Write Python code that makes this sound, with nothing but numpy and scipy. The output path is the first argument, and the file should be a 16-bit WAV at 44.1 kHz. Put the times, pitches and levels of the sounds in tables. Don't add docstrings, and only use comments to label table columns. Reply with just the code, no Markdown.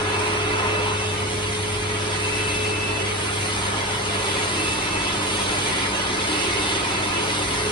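import sys
import numpy as np
from scipy import signal
from scipy.fft import rfft, irfft, next_fast_len
from scipy.io import wavfile
from scipy.ndimage import map_coordinates

SR = 44100
rng = np.random.default_rng(int(sys.argv[2]) if len(sys.argv) > 2 else 0)


def unload_audio(sound):
    columns = np.transpose(np.atleast_2d(sound))
    steps = np.round(np.clip(columns, -1, 1) * 32767)
    wavfile.write(sys.argv[1], SR, steps.astype(np.int16))


N = 340011
TIME = np.arange(N) / SR

# time_s, gain_db
APPROACH = [(0, 0), (1.6, 1.7), (3.0, 1.7), (4.3, 3), (5.6, 3.5), (7.7, 3)]
# frequency_hz, likeness (0 to 1), left_lead_rad
STEREO = [(40, .975, 0), (90, .97, 0), (150, .975, 0), (215, .992, 0), (300, .87, -.05), (375, .88, -.2),
          (405, .65, -.6), (440, .3, -.8), (470, .35, 2.3), (510, .6, 2.2), (560, .68, 1.85),
          (760, .67, 1.3), (980, .8, .9), (1160, .55, 1.8), (1300, .42, 1.7), (1720, .35, 3.1),
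          (2000, .2, 3.2), (2170, .35, 5.1), (2350, .38, 4.4), (2500, .22, 5.5), (2700, .3, 3.9),
          (2900, .39, 3.7), (3130, .48, 3.8), (3400, .22, 4.1), (3700, .35, 5.5), (4300, .62, 6.3),
          (5000, .38, 6.9), (5400, .21, 9.1), (6600, .37, 9.7), (7000, .95, 9.4), (7330, .99, 9.4),
          (7600, .85, 9.1), (8100, .53, 8.1), (8400, .73, 6.7), (8800, .998, 6.3), (9650, .998, 6.3),
          (10350, .49, 4.8), (10950, .999, 3.14)]
# frequency_hz, left_minus_right_db
BALANCE = [(60, 1.6), (110, 1), (190, .3), (340, -1.6), (600, .5), (1070, -.1), (1910, -.9), (3400, -1.1),
           (6060, -1.6), (9000, .3)]
# pitch_hz, width_hz, boost_db
TUB_RESONANCES = [(301, 11.5, 6.5), (335, 14, 3), (365.3, 20, 4.5), (392.7, 16, 7.5), (430, 31, 6),
                  (497, 46, 3.5), (544, 40, 5.5), (925, 28, 4.5), (1015, 24, 5.5), (1242, 63, 7.5),
                  (1377, 91, 4), (1522, 87, 5.5), (1702, 83, 7), (1990, 110, 4), (2043, 50, 2.2),
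                  (2150, 130, 3.5), (2348, 116, 4.5), (2640, 88, 4), (2970, 130, 5), (3300, 100, 4.5),
                  (3590, 110, 2.5), (4150, 120, 2.5), (4600, 200, 0.5), (8200, 300, -1.5)]
# start_s, length_s, pressure (0 to 1)
BOOT_STROKES = [(0.108, 0.19, 0.55), (1.243, .5, 0.35), (2.1, .58, 0.6), (3.12, .55, 0.7),
                (4.15, 0.58, 0.6), (5.165, .61, 0.6), (6.19, 0.57, 0.6), (7.2, .6, 0.68)]
DRAG_FORCES = [0.99, 0.75, 1.1, 0.96]

# time_s, relative_db
HUM_LEVEL = [(0, -33), (.45, -32.5), (2.4, -32), (3.55, -33.5), (3.8, -34.5), (5.25, -39), (5.7, -37),
             (6.3, -41.5), (6.65, -37.5), (7.7, -37)]
# multiple_of_mains, relative_db, left_minus_right_db
HUM_HARMONICS = [(1, -44, 1), (2, 0, 1.5), (4, -7.5, -0.5), (6, -20, 5)]
# pitch_hz, level_db
DRIVE_TONES = [(92.3, -49), (163.3, -54), (337, -57), (390.7, -66.5)]
# time_s, relative_db
FAN_LEVEL = [(0, -31), (.8, -29), (1.1, -32.5), (2.9, -31.5), (3.7, -39.5), (4.12, -34.5), (4.45, -35),
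             (5.05, -50), (5.33, -34), (5.8, -39), (6.75, -35), (7.05, -64), (7.2, -28.5), (7.35, -42),
             (7.6, -31)]
# time_s, pitch_hz
FAN_PITCH = [(0, 423.6), (3.0, 423.9), (4.2, 425), (7.71, 425.1)]
# time_s, left_lead_rad
FAN_LEAD = [(0, -.5), (1.2, -.9), (2.7, -.8), (3.3, -1.8), (3.6, .6), (3.9, .4), (4.45, -1.1), (4.8, -.8),
            (5.3, 1.4), (6.3, .8), (6.8, 1.3), (7.7, .5)]

# time_s, level_db
RUMBLE_LEVEL = [(0, -45), (.7, -38), (1.15, -38.5), (1.8, -37.5), (2.5, -39), (3.25, -38), (4.4, -40),
                (5.3, -38.5), (6.25, -39.5), (7.05, -38.5), (7.55, -37)]
# frequency_hz, relative_db
RUMBLE_COLOUR = [(15, -26), (32, -28), (42, -30), (52, 2.5), (70, -1.5), (110, -4.5), (150, -3.5),
                 (230, -8), (400, -26), (900, -53)]
# time_s, level_db
BOOM_LEVEL = [(0, -38), (.2, -35), (.5, -36), (.9, -35.5), (1.03, -45), (1.25, -35.5), (1.55, -39),
              (2.2, -37), (2.65, -35), (3.0, -36), (3.15, -39), (3.4, -36), (4.05, -39.5), (4.3, -36.5),
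              (4.62, -32.5), (5.0, -34.5), (5.2, -35), (5.45, -34), (5.85, -33.5), (6.0, -37),
              (6.15, -33.5), (6.55, -34), (6.75, -32.5), (6.9, -33.5), (7.25, -33.5), (7.7, -35.5)]
# frequency_hz, relative_db
BOOM_COLOUR = [(120, -48), (230, -0.5), (300, 6), (420, 1), (520, -4), (750, -19), (1500, -50)]
# time_s, level_db
RING_LEVEL = [(0, -29), (.27, -33), (.38, -38), (.6, -29.5), (.82, -35), (.92, -28), (1.0, -44), (1.8, -39),
              (3.45, -47), (3.68, -35), (3.9, -41), (4.1, -36), (5.5, -35.5), (6.85, -33.5), (7.03, -31.5),
              (7.2, -34.5), (7.7, -36.5)]
# frequency_hz, relative_db
RING_COLOUR = [(700, -15), (900, 0.5), (980, 0), (1060, 2), (1130, -4.5), (1240, -4), (1360, -4),
               (1700, -39)]

# time_s, relative_db
SWEEP_LEVEL = [(0, -30), (.48, -29), (.64, -28), (.93, -31), (1.03, -32), (1.62, -35), (2.1, -32.5),
               (3.48, -31.5), (3.7, -30.5), (4.6, -31), (7.05, -31), (7.7, -31)]
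# frequency_hz, relative_db
SWEEP_COLOUR = [(250, -10.5), (450, -7.5), (600, -0.5), (1000, -3), (1450, -6.5), (2000, -9.5), (4000, -16),
                (9000, -54)]
# time_s, level_db
SCRUB_LEVEL = [(0, -30.5), (.85, -30.5), (1.6, -30.5), (2.1, -30), (2.75, -30), (3.2, -30.5), (4.15, -29),
               (4.4, -29), (4.65, -29.2), (5.0, -28), (5.22, -29), (5.4, -28), (5.9, -27.5), (6.15, -27.5),
               (6.65, -28), (7.1, -28), (7.7, -28.5)]
# frequency_hz, relative_db
SCRUB_COLOUR = [(600, -10), (1300, -19), (1900, -2), (3200, -1), (4200, -5.5), (5300, -6.5), (7300, -9),
                (11000, -44)]
# frequency_hz, relative_db
FIZZ_COLOUR = [(1500, -13), (3500, 2.5), (5300, 4), (7400, 12), (8600, 16.5), (9700, 15), (10500, 14.5),
               (11200, 9.5), (11700, 2.5)]
# frequency_hz, relative_db
SWISH_COLOUR = [(2400, -36), (3400, 2.5), (3900, 5.5), (4500, 2), (5200, -0.5), (6500, -26), (9000, -38)]

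# start_s, length_s, pitch_hz, level_db
SQUEAKS = [(0, .15, 1685, -39), (.21, .07, 1513, -42.5)]
# time_s, relative_db, left_lead_rad, left_minus_right_db
SQUEALS = [
    [(.06, -43, -1, 5), (.13, -37, -1.5, -2), (.25, -36, -4, -4), (.5, -35, -2, 0), (.7, -36, -2.5, 0),
     (.78, -34, -1.5, -3), (.87, -36, -3, 3), (.95, -39, -0.5, 2), (1.06, -36.5, -1.5, -3),
     (1.15, -47, 0, -1)],
    [(2.16, -42, 2, -5), (2.25, -31, 4.5, 1), (2.33, -37, 2.5, 11), (2.42, -36.5, -0.5, 8),
     (2.55, -33, -1.3, 5), (2.7, -35.5, -0.7, 7), (2.85, -33.5, 1, 3), (3.02, -36.5, 0.5, -6),
     (3.07, -44, 1.8, -3), (3.17, -47, -8, -1)],
    [(4.25, -44, -0.45, -2), (4.38, -43, 0.31, -1), (4.53, -44, -1.9, -1), (4.59, -35.5, -1.4, -3),
     (4.72, -33, -1.1, -4), (4.78, -40, -1, 0), (4.86, -38, -0.99, -1), (4.95, -34, -0.44, -2),
     (5.02, -38, -.3, -2), (5.11, -35.5, 0.36, -3)],
    [(6.32, -45, 3, -1), (6.42, -36, 0.5, -2), (6.53, -45, 3.5, -2), (6.66, -38, -1.5, 3), (6.8, -57, 8, 1),
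     (6.96, -36, 1, 1), (7.07, -42, 5, 0), (7.18, -33.5, 1, 1)],
]
# start_s, length_s, level_db
RASPS = [(0.027, 0.89, -37.5), (2.105, 1.15, -39), (4.5, .55, -74), (6.27, 0.82, -39)]
# frequency_hz, relative_db
RASP_COLOUR = [(2100, -2.5), (2540, 4), (2650, 4.5), (2760, 6), (2900, 4), (3200, -25), (4200, -40)]
# start_s, length_s, pitch_hz, level_db
GROANS = [(0.405, 0.094, 299, -37.5), (0.46, .13, 366, -38), (4.216, 0.11, 393, -35),
          (4.55, 0.13, 316, -37), (4.82, 0.082, 322, -39), (5.05, 0.074, 389, -42), (5.28, 0.049, 309, -39),
          (6.237, .13, 306, -33.5), (6.377, .11, 338, -36), (6.66, 0.105, 393, -37),
          (6.947, 0.097, 304, -34)]
# start_s, length_s, centre_hz, level_db
BITES = [(4.24, 0.084, 3400, -37), (5.04, 0.072, 3520, -36.5), (5.296, 0.064, 3600, -34),
         (5.7, 0.16, 2150, -32), (6.3, .15, 3800, -40), (6.45, .1, 2250, -34), (6.613, .14, 3720, -34)]
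# distance_from_centre_octaves, relative_db
BITE_COLOUR = [(-1, -36), (-0.028, 5), (-0.82, -2), (0.17, -4), (1.2, -36)]


def gain_of(db):
    return 10 ** (np.asarray(db) / 20)


def unit_level(x):
    return x / np.sqrt(np.mean(x ** 2) + 1e-20)


def follow(rows, column=1):
    columns = np.transpose(rows)
    return np.interp(TIME, columns[0], columns[column])


def look_up(rows, hz, column=1):
    columns = np.transpose(rows)
    return np.interp(np.log(hz + 1), np.log(columns[0] + 1), columns[column])


def wander(rate_hz):
    steps_per_s, steps = 400, 4096
    hz = np.fft.rfftfreq(steps, 1 / steps_per_s)
    slow = irfft(rfft(rng.standard_normal(steps)) / (1 + (hz / rate_hz) ** 2))
    return unit_level(np.interp(TIME, np.arange(steps) / steps_per_s, slow))


def swell(start_s, length_s, rise_s, fall_s):
    ramp = np.minimum((TIME - start_s) / rise_s, 1 - (TIME - start_s - length_s) / fall_s)
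    return np.sin(np.pi / 2 * np.clip(ramp, 0, 1)) ** 2


def tone(hz, lead_rad=0, balance_db=0):
    angle = 2 * np.pi * (np.cumsum(hz * np.ones(N)) / SR + rng.random())
    tilt = gain_of(balance_db / 2)
    return np.sqrt(2) * np.array([np.sin(angle) * tilt, np.sin(angle - lead_rad) / tilt])


def flicks(per_s):
    return rng.standard_normal((2, N)) * (rng.random((2, N)) < per_s / SR)


def through_tub(noises, colour, min_likeness=0):
    size = next_fast_len(N)
    hz = np.fft.rfftfreq(size, 1 / SR)
    tub_db = sum(db / (1 + (2 * (hz - centre) / width) ** 2) for centre, width, db in TUB_RESONANCES)
    left, other = rfft(noises, size) * gain_of(look_up(colour, hz) + tub_db)
    likeness = np.clip(look_up(STEREO, hz), min_likeness, 1)
    right = likeness * left + np.sqrt(1 - likeness ** 2) * other
    right *= np.exp(-1j * look_up(STEREO, hz, column=2))
    tilt = gain_of(look_up(BALANCE, hz) / 2)
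    return unit_level(irfft(np.array([left * tilt, right / tilt]), size)[:, :N])


def pitch_drift(pair):
    position = np.cumsum(1 + 0.008 * wander(1.6))
    return np.array([map_coordinates(side, [position], order=3, mode="mirror") for side in pair])


def shimmer(pair, depth_db, life_s, width_hz):
    size, hop = 2048, 512
    spectra = signal.stft(pair, nperseg=size, noverlap=size - hop)[2]
    shape = spectra.shape[1:]
    per_hz = np.fft.fftfreq(shape[0], SR / size)[:, None]
    per_s = np.fft.rfftfreq(shape[1], hop / SR)
    blur = np.exp(-(per_hz * width_hz) ** 2 - (per_s * life_s) ** 2)
    patches = unit_level(np.fft.irfft2(np.fft.rfft2(rng.standard_normal(shape)) * blur, shape))
    gains = unit_level(gain_of(depth_db * np.minimum(patches, 1)))
    return signal.istft(spectra * gains, nperseg=size, noverlap=size - hop)[1][:, :N]


def shaft_drag():
    first_s, every_s = 0.091, 2.055
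    return sum(force * swell(first_s + cycle * every_s, length_s=0.87, rise_s=0.05, fall_s=0.05)
               for cycle, force in enumerate(DRAG_FORCES))


def boot_pressure():
    return sum(pressure * swell(start, length, rise_s=0.125, fall_s=0.09)
               for start, length, pressure in BOOT_STROKES)


def working_db(idle_db, drag_db, press_db, approach_scale=1):
    load_db = drag_db * shaft_drag() + press_db * boot_pressure()
    return idle_db + load_db + approach_scale * follow(APPROACH)


def motor():
    mains_hz = 50.04 * (1 + 0.00013 * wander(11))
    low_db = follow(HUM_LEVEL) - 0.5
    high_db = follow(APPROACH) - 37.3
    out = np.zeros((2, N))
    for multiple, db, balance_db in HUM_HARMONICS:
        level_db = db + (low_db if multiple < 3 else high_db)
        out += gain_of(level_db) * tone(multiple * mains_hz, lead_rad=-0.04, balance_db=balance_db)
    for hz, db in DRIVE_TONES:
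        level_db = db + 3 * wander(2)
        pitch_hz = hz * (1 + 0.00093 * wander(8))
        out += gain_of(level_db) * tone(pitch_hz, lead_rad=look_up(STEREO, hz, column=2))
    return out


def fan():
    level_db = follow(FAN_LEVEL) - 1.5 + wander(19)
    pitch_hz = follow(FAN_PITCH) + 0.5 * wander(2.3)
    return gain_of(level_db) * tone(pitch_hz, lead_rad=follow(FAN_LEAD), balance_db=-1)


def drive_whine():
    level_db = working_db(idle_db=-66.5, drag_db=6, press_db=5) + 2.2 * wander(10)
    pitch_hz = 7650 + 9 * wander(12)
    return gain_of(level_db) * tone(pitch_hz, lead_rad=1.64)


def frame_rumble():
    return gain_of(follow(RUMBLE_LEVEL)) * through_tub(rng.standard_normal((2, N)), RUMBLE_COLOUR)


def tub_boom():
    level_db = follow(BOOM_LEVEL) + 0.33 * wander(8.9)
    return gain_of(level_db) * through_tub(rng.standard_normal((2, N)), BOOM_COLOUR)


def housing_ring():
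    return gain_of(follow(RING_LEVEL)) * pitch_drift(through_tub(flicks(12000), RING_COLOUR))


def brushes():
    sweep = gain_of(follow(SWEEP_LEVEL) + 2.5) * pitch_drift(through_tub(flicks(12000), SWEEP_COLOUR))
    tufts = wander(26)
    scrub_db = follow(SCRUB_LEVEL) + 1.3 * boot_pressure() + 0.56 * tufts
    scrub = gain_of(scrub_db) * pitch_drift(through_tub(flicks(18000), SCRUB_COLOUR))
    fizz_db = working_db(idle_db=-39.5, drag_db=0.05, press_db=4.4) + 0.41 * tufts
    fizz = gain_of(fizz_db) * through_tub(flicks(26000), FIZZ_COLOUR)
    return (shimmer(sweep, depth_db=5, life_s=0.042, width_hz=52)
            + shimmer(scrub, depth_db=9, life_s=0.054, width_hz=73)
            + shimmer(fizz, depth_db=4.5, life_s=0.068, width_hz=79))


def bristle_swish():
    level_db = working_db(idle_db=-49, drag_db=1.5, press_db=6, approach_scale=2.6) + 0.93 * wander(25)
    return gain_of(level_db) * through_tub(flicks(9000), SWISH_COLOUR, min_likeness=0.72)


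def sole_squeaks():
    out = np.zeros((2, N))
    for start, length, hz, db in SQUEAKS:
        loudness = gain_of(db) * swell(start, length, rise_s=0.013, fall_s=0.05)
        out += loudness * tone(hz * (1 + 0.0034 * wander(25)), lead_rad=1)
    return out


def bearing():
    pitch_hz = 2628.5 + 1.6 * wander(18)
    flutter = unit_level(gain_of(1.8 * wander(32)))
    fade_s = 0.048
    song = np.zeros((2, N))
    for squeal in SQUEALS:
        start, end = squeal[0][0], squeal[-1][0]
        fade = swell(start - fade_s, end - start + fade_s, fade_s, fade_s)
        note = tone(pitch_hz, lead_rad=follow(squeal, column=2), balance_db=follow(squeal, column=3))
        song += fade * gain_of(follow(squeal) + 1.5) * note
    rasp_loudness = sum(gain_of(db) * swell(start, length, rise_s=0.031, fall_s=0.15)
                        for start, length, db in RASPS)
    return flutter * song + rasp_loudness * through_tub(rng.standard_normal((2, N)), RASP_COLOUR)


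def panel_groans():
    out = np.zeros((2, N))
    for start, length, hz, db in GROANS:
        loudness = gain_of(db) * swell(start, length, rise_s=0.06, fall_s=0.065)
        out += loudness * tone(hz * (1 + 0.0059 * wander(11.2)), lead_rad=0.33, balance_db=-1.2)
    return out


def tread_bites():
    out = np.zeros((2, N))
    clicks = flicks(6500)
    for start, length, centre_hz, db in BITES:
        colour = [(centre_hz * 2 ** octaves, relative_db) for octaves, relative_db in BITE_COLOUR]
        loudness = gain_of(db) * swell(start, length, rise_s=0.019, fall_s=0.073)
        out += loudness * through_tub(clicks, colour)
    return out


def scene():
    running = motor() + fan() + drive_whine() + frame_rumble() + tub_boom()
    brushing = housing_ring() + brushes() + bristle_swish()
    return running + brushing + sole_squeaks() + bearing() + panel_groans() + tread_bites()


def record(dry):
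    low_pass = signal.firwin(511, 11600, window=("kaiser", 9), fs=SR)
    return signal.oaconvolve(dry, low_pass[None], "same")


dry = scene()
out = record(dry)
unload_audio(out)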